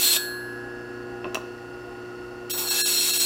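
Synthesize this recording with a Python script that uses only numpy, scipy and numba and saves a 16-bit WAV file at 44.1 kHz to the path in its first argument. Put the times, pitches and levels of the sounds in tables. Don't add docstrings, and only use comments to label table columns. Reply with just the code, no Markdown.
import sys
import numpy as np
from scipy import signal
from scipy.fft import rfft, irfft
from scipy.io import wavfile
from scipy.ndimage import uniform_filter1d
from numba import njit

SR = 44100
rng = np.random.default_rng(int(sys.argv[2]) if len(sys.argv) > 2 else 0)


def level_to_linear(level):
    exponent = np.asarray(level, float) / 20
    return 10 ** exponent


def store_wav(level_fs):
    pcm = np.round(np.clip(np.atleast_2d(level_fs), -1, 1) * 32767)
    wavfile.write(sys.argv[1], SR, pcm.T.astype(np.int16))


N = 143325

# [multiple of shaft speed, multiple of mains hum, level/dB rms]
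MOTOR_TONES = [(2, 0, -64), (0, 1, -51), (0, 2, -52), (1, 2, -60), (2, 2, -52), (-1, 3, -60), (0, 3, -40),
               (1, 3, -59), (0, 4, -50), (-1, 6, -61), (27, 0, -62), (31, 0, -65), (33, 0, -65),
               (35, 0, -64), (48, -3, -62), (49, -2, -66), (48, -1, -61), (47, 0, -61), (48, 0, -48),
               (49, 0, -60), (51, 0, -79), (48, 1, -78), (48, 2, -72), (57, 0, -72), (58, 0, -67),
               (47, 3, -70), (48, 3, -66), (61, 0, -69), (62, 0, -66), (48, 4, -71), (48, 5, -76),
               (48, 6, -77), (96, -3, -78), (96, -2, -64), (90, 0, -74), (91, 0, -72), (96, -1, -59),
               (94, 0, -75), (96, 0, -69), (97, 0, -72), (99, 0, -77), (96, 1, -72), (96, 5, -79)]
# [t/s, level/dB]
HUM_SWELL = [(0, 0), (.3, 1.5), (1.0, 1.5), (1.45, 1), (1.62, -2), (2.0, -.5), (2.6, .5), (3.25, 0)]
# [f/Hz, relative level/dB per Hz]
RUSH_OUTLINE = [(15, -63), (25, -15.5), (120, -10.5), (185, -19), (363, -5.5), (416, -7.5), (476, -7.5),
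                (531, -9), (1160, -16.5), (1440, -25), (1560, -20), (1840, -23.5), (2280, -32),
                (2690, -22.5), (3160, -41), (4490, -28), (16000, -58)]
# [f/Hz, width/Hz, level/dB]
HOUSING_MODES = [(53.4, 5.6, -61.5), (185.2, 2.1, -61), (269.2, 9.3, -53.5), (629, 18, -64),
                 (702, 12, -56.5), (801.5, 2.7, -55), (1081, 7.9, -62.5), (1300, 46, -55.5),
                 (1880, 83, -59.5), (2600, 780, -70), (4390, 59, -65.5), (5240, 19, -69.5), (7200, 64, -75),
                 (9160, 190, -76), (11700, 2400, -80)]
# [t/s, hiss level/dB, wheel ringing over hiss level/dB, tilt of the ringing/dB per octave]
LEAVING_PRESSURE = [(0, -26.5, 0.5, 3), (.035, -24.5, 4, 0.5), (.075, -24, 3, 1.5), (.11, -26.5, 2.5, -0.5),
                    (.13, -23, -3, 0.5), (.155, -25, -21, 6), (.168, -22.5, -6, -1.5), (.178, -35, -8, 3)]
PRESSING_PRESSURE = [(2.497, -39.5, 1, 11), (2.508, -33.5, 5.5, 11), (2.525, -31.5, -1, -2),
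                     (2.57, -46, 3, 15), (2.579, -34, 0.5, 9.5), (2.66, -39.5, 9, -3.5),
                     (2.692, -32.5, 11, 1.5), (2.73, -32, 1, -8.5), (2.8, -28, 5, -1.7), (2.87, -29, 3, 4),
                     (2.95, -29.5, 3.5, 0.26), (3.02, -30, 4, 1.5), (3.1, -28, 0, 1.7),
                     (3.19, -30, 4.5, 4.5), (3.21, -28, 7.5, -0.5), (3.25, -31, -1, 0)]
# [f/Hz, relative level/dB per Hz]
GRIT_OUTLINE = [(500, -20.5), (1000, -16), (1700, -13.5), (2200, -9.5), (3000, -3), (4200, -2), (4900, -4),
                (7700, -13), (10000, -7.5), (13000, -6.5), (14600, -27), (15500, -7.5)]
CHISEL_PITCHES = [1050, 2652, 2684, 3280, 3410, 3662, 3860, 4050, 5577, 5631, 5830, 6735, 7010, 7180, 8620,
                  9780, 11900, 12100]
# [width/Hz, level over hiss leaving/dB, level over hiss pressing/dB]
CHISEL_MODES = [(190, -34, -27), (19.7, -23, -11), (24.9, -16.5, -12), (30, -44, -15.5), (59, -14.5, -39),
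                (40, -12.5, -15), (45, -24, -10), (50, -23, -25), (24.9, -20.5, -5), (25, -43, -13),
                (100, -15.5, -13), (56, -15.5, -9), (110, -31, -13), (100, -9.5, -9.5), (150, -8.5, -8),
                (60, -24, -9.5), (120, -20, -8), (550, -9, -35)]
WHEEL_PITCHES = [1564.2, 1679.6, 4182, 4229, 4356, 7540, 7768, 7903, 8018, 8689, 10654, 10829, 11189, 11467,
                 12090, 13660, 13890, 14290, 14438, 14727, 15050]
# [level struck at lift-off/dB, free t60/s, relative level while ground/dB]
WHEEL_MODES = [(-42.5, 3.5, -28), (-31, 3.05, -19), (-38, 0.78, -3.5), (-39, .4, -17.5), (-32, 0.61, -8.5),
               (-46, 0.41, -17), (-48, .9, -20), (-37, 0.27, -11), (-29.5, 0.22, -10), (-57, .37, -39),
               (-50, 0.3, -15), (-41, 0.3, -19), (-35, 0.96, -13.5), (-43, 0.87, -17), (-49, 0.17, -29),
               (-45, 0.82, -22), (-50, 0.4, -20), (-48, 0.55, -28), (-31, 0.7, -11), (-43, .36, -15),
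               (-47, 0.72, -33)]
# [t/s, level/dB rms]
BENCH_SHUDDER = [(0, -65), (.1, -47), (.17, -37.5), (.2, -59), (2.52, -63.5), (2.55, -41), (2.8, -45),
                 (2.85, -65), (3.05, -51), (3.15, -70), (3.25, -58)]
# [t/s, contact strength/dB, brightness f/Hz, scuff length/s]
SEATING_CONTACTS = [(1.2445, -35, 2840, 0.032), (1.254, -25, 1200, 0.005), (1.266, -28, 730, 0.0023),
                    (1.277, -21.5, 600, 0.0013), (1.3463, -22.5, 17500, 0.017),
                    (1.354, -19.5, 3030, 0.0037), (1.371, -24.5, 1300, 0.0061), (1.4, -34.5, 960, 0.0059)]
# [f/Hz, width/Hz, relative level/dB]
REST_MODES = [(355, 47, 1.5), (624, 90, 0), (1040, 61, 3), (1400, 500, -7), (1850, 70, -7), (2640, 90, 5),
              (3300, 1500, -6), (3950, 80, -9), (4350, 60, -9), (5570, 70, 0), (5810, 60, -1)]
# [middle t/s, length/s, level/dB at the middle]
NOISE_DIPS = [(2.526, 0.022, -22), (2.699, .022, -13), (2.837, 0.044, -29), (3.124, 0.026, -12),
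              (3.189, 0.022, -12)]

SHAFT_HZ, MAINS_HUM_HZ = 29.888, 120.03
TONE_WAVER_DB, TONE_WAVER_HZ = 0.7, 2.3
HUM_TOP_HZ = 500
RUSH_DB, RUSH_THROB = -47, 0.19
GRAINS_PER_S, GRAIN_SPREAD_DB = 9000, 2.5
GRIP_DB, GRIP_HZ = 0.5, 13.5
LIFT_OFF_S = 0.165
SLIDE_OFF_S = 0.014
LEAVING_T60_S, PRESSING_T60_S = 0.16, 0.4
TILT_PIVOT_HZ = 6000
SHARP_HZ = 65
CORE_HZ = 130
SHUDDER_LOW_HZ, SHUDDER_HIGH_HZ = 580, 1300
SHOP_DB, SHOP_CUT_HZ = -13.5, 8000
SHOP_T60_S, SHOP_TREBLE_T60_S = 0.5, 0.37
KNOCK_SHARE = 0.6
REST_CRACK_DB, REST_BODY_DB = -15, -16
BASS_HZ, BASS_KNEE_DB, BASS_SLOPE, BASS_RELEASE_HZ = 170, -31, 0.7, 1.5
TOP_HZ = 15850


def rms_one(x):
    return x / np.sqrt(np.mean(x ** 2) + 1e-20)


def in_time(rows, outside=None):
    s, *columns = np.transpose(rows)
    t = np.arange(N) / SR
    return np.array([np.interp(t, s, c, outside, outside) for c in columns])


def coloured(x, outline):
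    hz, db = np.transpose(outline)
    grid = np.maximum(np.arange(N // 2 + 1) * SR / N, 1)
    gain = level_to_linear(np.interp(np.log(grid), np.log(hz), db))
    return rms_one(irfft(rfft(x) * gain, N))


def drift(rate_hz):
    r = np.exp(-2 * np.pi * rate_hz * 40 / SR)
    white = rng.standard_normal(N // 40 + 2002)
    slow = signal.lfilter([1], [1, -2 * r, r * r], white)[2000:]
    return np.interp(np.arange(N) / 40, np.arange(len(slow)), rms_one(slow))


def resonance(x, hz, width_hz):
    r = np.exp(-np.pi * width_hz / SR)
    zeros = np.sqrt((1 - r * r) / 2) * np.array([1, 0, -1])
    poles = [1, -2 * r * np.cos(2 * np.pi * hz / SR), r * r]
    return signal.lfilter(zeros, poles, x + 1e-18)


def core(x, hz):
    return np.sqrt((1 - np.exp(-2 * np.pi * CORE_HZ / SR)) / 2) * resonance(x, hz, CORE_HZ)


@njit
def ring(drive, keep, turn):
    out, state = np.zeros(len(drive)), 0j
    for i in range(len(drive)):
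        state = state * turn * keep[i] + drive[i]
        out[i] = state.imag
    return out


def motor_tones():
    t = np.arange(N) / SR
    hum, whine = np.zeros(N), np.zeros(N)
    wavers = [level_to_linear(TONE_WAVER_DB * drift(TONE_WAVER_HZ)) for _ in range(6)]
    swell = level_to_linear(in_time(HUM_SWELL)[0])
    for k, (shaft, mains, db) in enumerate(MOTOR_TONES):
        hz = shaft * SHAFT_HZ + mains * MAINS_HUM_HZ
        phase = 0.25 + rng.random() * (shaft != 0)
        level = np.sqrt(2) * level_to_linear(db) * wavers[k % 6]
        tone = level * np.sin(2 * np.pi * (hz * t + phase))
        if hz > HUM_TOP_HZ:
            whine += tone
        else:
            hum += tone * swell
    return hum, whine


def bearing_rush():
    t = np.arange(N) / SR
    rush = level_to_linear(RUSH_DB) * coloured(rng.standard_normal(N), RUSH_OUTLINE)
    throb = 1 + RUSH_THROB * np.sin(2 * np.pi * MAINS_HUM_HZ * t)
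    shaking = rng.standard_normal(N) * throb
    for hz, width_hz, db in HOUSING_MODES:
        rush += level_to_linear(db) * resonance(shaking, hz, width_hz)
    return rush


def grit_grains():
    size_db = GRAIN_SPREAD_DB * np.minimum(rng.exponential(1, N), 5)
    sizes = level_to_linear(size_db) * rng.choice([-1, 1], N)
    return rms_one(sizes * (rng.random(N) < GRAINS_PER_S / SR))


def chisel(grains, leaving, pressing):
    hiss, tones = np.zeros(N), np.zeros(N)
    for hz, (width_hz, leaving_db, pressing_db) in zip(CHISEL_PITCHES, CHISEL_MODES):
        force = leaving * level_to_linear(leaving_db) + pressing * level_to_linear(pressing_db)
        grip = level_to_linear(GRIP_DB * drift(GRIP_HZ))
        mode = resonance(grains * grip * force, hz, width_hz)
        tone = core(mode, hz) * (width_hz < SHARP_HZ)
        tones += tone
        hiss += mode - tone
    return hiss, tones


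def wheel(leaving, pressing):
    t = np.arange(N) / SR
    _, ringing_db, tilt_db = in_time(LEAVING_PRESSURE + PRESSING_PRESSURE)
    pressure = leaving * (t < LIFT_OFF_S - SLIDE_OFF_S) + pressing
    touched = pressure > 1e-5
    touched_t60 = np.where(t < LIFT_OFF_S, LEAVING_T60_S, PRESSING_T60_S)
    held = level_to_linear(-60 / (touched_t60 * SR))
    hiss, tones = np.zeros(N), np.zeros(N)
    for hz, (struck_db, free_t60, ground_db) in zip(WHEEL_PITCHES, WHEEL_MODES):
        tilt = tilt_db * np.log2(hz / TILT_PIVOT_HZ)
        force = pressure * level_to_linear(ground_db + ringing_db + tilt)
        drive = rng.standard_normal(N) * force * np.sqrt(2 * (1 - held * held))
        let_go_s = LIFT_OFF_S + SLIDE_OFF_S * rng.uniform(-0.5, 0.5)
        drive[int(let_go_s * SR)] += level_to_linear(struck_db)
        keep = np.where(touched, held, level_to_linear(-60 / (free_t60 * SR)))
        mode = ring(drive, keep, np.exp(2j * np.pi * hz / SR))
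        tone = core(mode, hz)
        tones += tone
        hiss += mode - tone
    return hiss, tones


def grinding():
    leaving = level_to_linear(in_time(LEAVING_PRESSURE, -200)[0])
    pressing = level_to_linear(in_time(PRESSING_PRESSURE, -200)[0])
    grains = grit_grains()
    grit_hiss = coloured(grains, GRIT_OUTLINE) * (leaving + pressing)
    chisel_hiss, chisel_tones = chisel(grains, leaving, pressing)
    wheel_hiss, wheel_tones = wheel(leaving, pressing)
    return grit_hiss + chisel_hiss + wheel_hiss, chisel_tones + wheel_tones


def shudder():
    band = signal.butter(2, [SHUDDER_LOW_HZ, SHUDDER_HIGH_HZ], "band", fs=SR, output="sos")
    rumble = rms_one(signal.sosfilt(band, rng.standard_normal(N)))
    return level_to_linear(in_time(BENCH_SHUDDER)[0]) * rumble


def shop(x):
    t = np.arange(SR // 2) / SR
    white = rng.standard_normal(len(t))
    dull = signal.sosfilt(signal.butter(2, SHOP_CUT_HZ, fs=SR, output="sos"), white)
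    tail = dull * level_to_linear(-60 * t / SHOP_T60_S) + (white - dull) * level_to_linear(-60 * t / SHOP_TREBLE_T60_S)
    tail *= t > 0.004
    tail /= np.sqrt(np.sum(tail ** 2))
    return level_to_linear(SHOP_DB) * signal.fftconvolve(x, [tail], axes=1)[:, :N]


def seating():
    t = np.arange(SR // 8) / SR
    contacts = np.zeros(N)
    for s, db, bright_hz, length_s in SEATING_CONTACTS:
        burst = rng.standard_normal(len(t)) * np.exp(-t / length_s) * np.sqrt(1 - KNOCK_SHARE)
        burst[0] = np.sqrt(KNOCK_SHARE * length_s * SR / 2)
        lowpass = signal.butter(4, min(bright_hz, 0.45 * SR), fs=SR, output="sos")
        makeup = np.sqrt(SR / 2 / bright_hz)
        start = int(s * SR)
        contacts[start:][:len(t)] += level_to_linear(db) * makeup * signal.sosfilt(lowpass, burst)
    body = sum(level_to_linear(db) * resonance(contacts, hz, width_hz) for hz, width_hz, db in REST_MODES)
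    return level_to_linear(REST_CRACK_DB) * contacts + level_to_linear(REST_BODY_DB) * body


def dropouts():
    t = np.arange(N) / SR
    dip_db = np.zeros(N)
    for middle_s, length_s, db in NOISE_DIPS:
        dip_db += db * np.cos(np.pi * np.clip((t - middle_s) / length_s, -0.5, 0.5))
    return level_to_linear(dip_db)


def scene():
    hum, whine = motor_tones()
    rush = bearing_rush()
    hiss, ringing = grinding()
    noisy = hiss + shudder()
    near = ringing + seating()
    noisy_tail, near_tail = shop(np.array([noisy, near]))
    steady = hum + near + near_tail
    dipping = dropouts() * (whine + rush + noisy + noisy_tail)
    return np.tile(steady + dipping, (2, 1))


def bass_turned_down(dry):
    level_db = 10 * np.log10(uniform_filter1d(dry[0] ** 2, size=4096) + 1e-12)
    over_db = np.maximum(level_db - BASS_KNEE_DB, 0)
    r = np.exp(-2 * np.pi * BASS_RELEASE_HZ / SR)
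    slow_db = signal.lfilter([1 - r], [1, -r], over_db, zi=[over_db[0] * r])[0]
    over_db = np.maximum(over_db, slow_db)
    bass = signal.sosfiltfilt(signal.butter(2, BASS_HZ, fs=SR, output="sos"), dry)
    return dry + bass * (level_to_linear(-BASS_SLOPE * over_db) - 1)


def band_limit(x):
    return signal.sosfilt(signal.butter(12, 16460, fs=SR, output="sos"), x)


def record(dry):
    top_cut = signal.ellip(10, 0.5, 50, TOP_HZ, fs=SR, output="sos")
    heard = signal.sosfilt(top_cut, bass_turned_down(dry))
    return band_limit(heard)


dry = scene()
out = record(dry)
store_wav(out)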